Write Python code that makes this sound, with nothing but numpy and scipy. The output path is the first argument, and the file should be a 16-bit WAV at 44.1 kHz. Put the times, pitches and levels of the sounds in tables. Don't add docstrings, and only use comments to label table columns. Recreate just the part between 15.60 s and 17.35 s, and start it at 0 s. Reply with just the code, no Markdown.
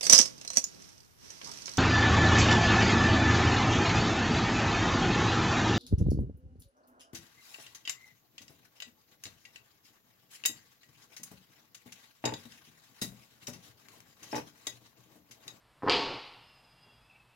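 import sys
import numpy as np
from scipy import signal
from scipy.fft import rfft, irfft
from scipy.io import wavfile
from scipy.ndimage import uniform_filter1d

SR = 44100
rng = np.random.default_rng(int(sys.argv[2]) if len(sys.argv) > 2 else 0)


def dump_mix(stems):
    frames = np.atleast_2d(stems).T
    limited = np.clip(frames, -1, 1)
    pcm = np.round(limited * 32767).astype(np.int16)
    wavfile.write(sys.argv[1], SR, pcm)


N = 77175
ATTACK_S = .001
SQUEAL_WANDER_HZ = 48


def wheel():
    # start in seconds, relative level in dB, contact cut-off in Hz.
    tyre_blows = [(.2228, -22, 2000), (.2335, -3.5, 526), (.2645, -2, 460), (.276, -3, 1730),
                  (.2855, -2, 1440)]
    # start in seconds, relative level in dB, contact cut-off in Hz.
    rim_blows = [(.2836, -11, 3200), (.2968, 0, 8400)]
    # frequency in Hz, gain in dB.
    rubber_eq = [(25, -9), (60, -43.5), (130, -12.5), (280, -1), (480, 0.5), (620, -4), (850, -1.5),
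                 (1400, -2.5), (2200, -16.5), (5000, -30.5), (8000, -54), (15000, -75)]
    # frequency in Hz, gain in dB.
    steel_eq = [(25, -51.5), (60, -21), (200, -23.5), (450, -5.5), (900, 1.5), (1600, -4.5), (2400, 1.5),
                (3000, 2.5), (3700, 0), (4800, 2.5), (5700, -11.5), (7000, -16.5), (9000, -26.5),
                (15000, -75)]
    # frequency in Hz, relative level in dB, 60 dB decay time in seconds.
    wheel_modes = [(282.2, -8, 0.81), (352, -11, 0.9), (406.8, 2.5, 0.62), (423, -4.5, 0.71),
                   (480.6, -1, 0.66), (503.5, 2.5, 0.64), (716.3, 1, 0.65), (822.4, -16.5, 0.93),
                   (871, -2, 0.88), (911, -4.5, 0.86), (1116, -2, 0.88), (1287, -0.5, 0.23),
                   (2726, -9.5, 0.69), (2967, -13, 1), (3013, -10.5, 1), (4184, -5.5, 0.76)]
    soft, hard = pulses(tyre_blows), pulses(rim_blows)
    rubber, steel = colour(soft, rubber_eq), colour(hard, steel_eq)
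    ring = undb(-33) * through(hard + undb(-22.5) * soft, ringing(wheel_modes))
    bang = tyre_thuds(soft, rubber) + rim_cracks(hard, steel) + ring + echoes(steel)
    return bang + yard_reverb(send=undb(12.5) * rubber + undb(11) * steel)


def tyre_thuds(force, rubber):
    # frequency in Hz, relative level in dB, 60 dB decay time in seconds.
    wall_modes = [(141, -16.5, 0.23), (303.4, -1.5, 0.087), (411.7, -8, 0.26), (504.5, -6.5, 0.16),
                  (830, -3, 0.063)]
    attack = 1 - np.exp(-clock() / ATTACK_S)
    boom = undb(18.5) * through(rubber, dense_tail(t60=.048) * attack)
    wall = undb(-24.5) * through(force, ringing(wall_modes))
    return undb(14.5) * rubber + boom + wall


def rim_cracks(force, steel):
    treble = colour(force, [(3000, -52), (7000, -7.5), (10000, 0.5), (15000, -16)])
    snap = undb(-21.5) * through(treble, dense_tail(t60=.06))
    clang = undb(4.5) * steel + undb(6.5) * through(steel, dense_tail(t60=.11))
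    edge = resonate(steel, hz=4850, width_hz=460)
    bite = undb(5) * edge + undb(11.5) * through(edge, dense_tail(t60=.13))
    return snap + clang + bite


def tread_scuff():
    # frequency in Hz, relative level in dB.
    scuff_eq = [(100, -25), (800, 9.5), (1700, 7.5), (2400, -6), (3200, -10), (5000, -12), (6500, -25.5),
                (9000, -40.5)]
    start_s, end_s = .223, .284
    start_db, swell_db = -55.25, 13.5
    progress = np.clip((clock() - start_s) / (end_s - start_s), 0, 1)
    gate = (progress > 0) & (progress < 1)
    return noise(scuff_eq) * gate * undb(start_db + swell_db * progress)


def tyre_shudder():
    # frequency in Hz, relative level in dB.
    shudder_eq = [(25, -24), (40, -52), (58, 2), (80, 0), (130, 7), (200, -1.5), (300, 8.5), (450, 5),
                  (650, 3.5), (1000, 4.5), (1600, -7.5), (4000, -70)]
    start_s, stop_s, release_s = .31, .575, .025
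    start_db, fall_db_per_s = -36.5, 38
    t = clock()
    gate = np.interp(t, [start_s - .01, start_s, stop_s, stop_s + release_s], [0, 1, 1, 0])
    return noise(shudder_eq) * gate * undb(start_db - fall_db_per_s * (t - start_s))


def echoes(steel):
    # delay in seconds, level in dB, cut-off in Hz.
    slaps = [(.0175, -8.5, 6000), (.026, 5, 6000), (.039, -7, 3600)]
    shimmer_delay_s = .034
    late_tail = np.pad(dense_tail(t60=.21), (int(shimmer_delay_s * SR), 0))
    shimmer = through(resonate(steel, hz=2940, width_hz=970), late_tail)
    return through(steel, pulses(slaps)) + undb(13) * shimmer


def yard_reverb(send):
    widen_s = .52
    widening = np.minimum(clock() / widen_s, 1) ** 2
    mid = through(send, yard_reflections())
    side = through(send, yard_reflections() * widening + undb(-3.5) * dense_tail(t60=.18))
    return stereo(mid, side, side_db=-15)


def yard_reflections():
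    # band centre in Hz, 60 dB decay time in seconds.
    bands = [(100, 1), (400, 0.76), (900, 1), (1800, 0.96), (2900, 1), (4500, 0.9), (8000, 0.64)]
    reflections_per_s, build_s, thicken_s = 2500, .008, .13
    t = clock()
    scatter = (rng.random(N) < reflections_per_s / SR) * rng.choice([-1, 1], N)
    scatter = unit(scatter * undb(-.5 * rng.standard_normal(N)))
    scatter_share = np.exp(-t / thicken_s)
    wash = rng.standard_normal(N) * np.sqrt(1 - scatter_share)
    spectrum = rfft(scatter * np.sqrt(scatter_share) + wash)
    hz = np.arange(len(spectrum)) * SR / N
    tail = 0
    for centre, t60 in bands:
        band_gain = read_curve([(f, float(f == centre)) for f, _ in bands], hz)
        tail += irfft(spectrum * band_gain, N) * fade(t60)
    return unit(tail * (1 - np.exp(-t / build_s))) / np.sqrt(N)


def footfalls():
    # start in seconds, relative level in dB, cut-off in Hz.
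    steps = [(1.262, -32, 910), (1.325, -28, 195)]
    thumps = colour(pulses(steps), [(40, -28), (130, 3), (400, -1.5), (2000, -1)])
    return undb(13.5) * through(thumps, dense_tail(t60=.32))


def metal_squeal():
    # time in seconds, pitch in Hz, relative level in dB.
    low = [(0.85, 2843, -64.5), (1.002, 2715, -67.5), (1.032, 2878, -77), (1.072, 2674, -69),
           (1.17, 2795, -71), (1.308, 2762, -66), (1.398, 2818, -75), (1.408, 2533, -74),
           (1.494, 2640, -67), (1.558, 2595, -64), (1.682, 2608, -77), (1.75, 2618, -68.5)]
    middle = [(1.05, 3358, -77), (1.346, 3289, -68), (1.552, 3447, -78.5), (1.582, 3267, -86),
              (1.6, 3488, -89)]
    top = [(0.8, 4899, -79), (0.856, 5106, -68.5), (1.302, 4890, -71.5), (1.312, 4920, -68),
           (1.538, 5000, -80), (1.57, 5000, -98), (1.6, 4980, -82)]
    fade_s, flutter_db = .061, 2.6
    t, out = clock(), 0
    for curve, trim_db in ((low, -2), (middle, -3.5), (top, -2)):
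        times, hz, db = np.array(curve).T
        pitch = np.interp(t, times, hz) + SQUEAL_WANDER_HZ * drift(rate_hz=300)
        flutter = undb(flutter_db * drift(rate_hz=90))
        tone = unit(np.sin(2 * np.pi * np.cumsum(pitch) / SR) * flutter)
        gate = np.clip(np.minimum(t - times[0], times[-1] - t) / fade_s + 1, 0, 1)
        out += tone * gate * undb(np.interp(t, times, db) + trim_db)
    return out


def metal_squeaks():
    # time of the peak in seconds, length in seconds, pitch in Hz, level in dB.
    catches = [(1.233, 0.024, 4990, -60.5), (1.505, 0.021, 2630, -58.5), (1.515, .012, 2610, -57.5),
               (1.558, 0.048, 2293, -65), (1.561, 0.016, 2687, -59.5), (1.607, 0.026, 2600, -64.5)]
    t, out = clock(), 0
    for peak_s, length_s, hz, db in catches:
        pitch = hz + SQUEAL_WANDER_HZ * drift(rate_hz=500)
        swell = np.exp(-(2 * (t - peak_s) / length_s) ** 2)
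        out += undb(db) * np.sin(2 * np.pi * np.cumsum(pitch) / SR) * swell
    return out


def yard_ambience():
    # frequency in Hz, relative level in dB.
    bed_eq = [(25, -9), (58, 6), (82, -10), (118, 7.5), (180, -3), (400, -8.5), (900, -4), (1800, -9.5),
              (2900, -12), (4800, -16.5), (6200, -25.5), (8800, -21.5), (11000, -25.5), (14000, -27),
              (15500, -50)]
    bed_db, swell_db = -66.5, 2.5
    bed = stereo(noise(bed_eq), noise(bed_eq), side_db=-17.5)
    return bed * undb(bed_db + swell_db * np.sin(np.pi * np.arange(N) / N))


def pulses(rows):
    out = np.zeros(N)
    for start_s, db, cutoff_hz in rows:
        impulse = signal.unit_impulse(N, int(start_s * SR)) * undb(db)
        out += signal.sosfilt(signal.butter(2, cutoff_hz, fs=SR, output="sos"), impulse + 1e-18)
    return out


def ringing(modes):
    t = clock()
    partials = sum(undb(db) * np.cos(2 * np.pi * hz * t) * fade(t60) for hz, db, t60 in modes)
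    return partials * (1 - np.exp(-t / ATTACK_S))


def dense_tail(t60):
    return unit(rng.standard_normal(N) * fade(t60)) / np.sqrt(N)


def fade(t60):
    return np.exp(-np.log(1000) * clock() / t60)


def resonate(x, hz, width_hz):
    return signal.lfilter(*signal.iirpeak(hz, hz / width_hz, fs=SR), x)


def colour(x, eq, size=8192):
    hz = np.arange(size // 2 + 1) * SR / size
    cepstrum = irfft(np.log(undb(read_curve(eq, hz))))
    cepstrum[1:size // 2] *= 2
    cepstrum[size // 2 + 1:] = 0
    return through(x, irfft(np.exp(rfft(cepstrum))))


def read_curve(points, hz):
    point_hz, values = np.array(points).T
    return np.interp(np.log(np.maximum(hz, 1)), np.log(point_hz), values)


def through(x, response):
    return signal.fftconvolve(x, response)[:N]


def noise(eq):
    return unit(colour(rng.standard_normal(N), eq))


def drift(rate_hz):
    hold = int(SR / rate_hz)
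    stairs = np.repeat(rng.standard_normal(N // hold + 1), hold)
    return unit(uniform_filter1d(stairs, hold)[:N])


def stereo(mid, side, side_db):
    return mid + undb(side_db) * side * np.array([[1], [-1]])


def undb(db):
    return 10 ** (np.asarray(db) / 20)


def unit(x):
    return x / np.sqrt(np.mean(x ** 2))


def clock():
    return np.arange(N) / SR


def scene():
    foreground = wheel() + tread_scuff() + tyre_shudder()
    return foreground + footfalls() + metal_squeal() + metal_squeaks() + yard_ambience()


def record(dry):
    return signal.sosfilt(signal.ellip(8, .2, 70, 15600, fs=SR, output="sos"), dry)


dry = scene()
out = record(dry)
dump_mix(out)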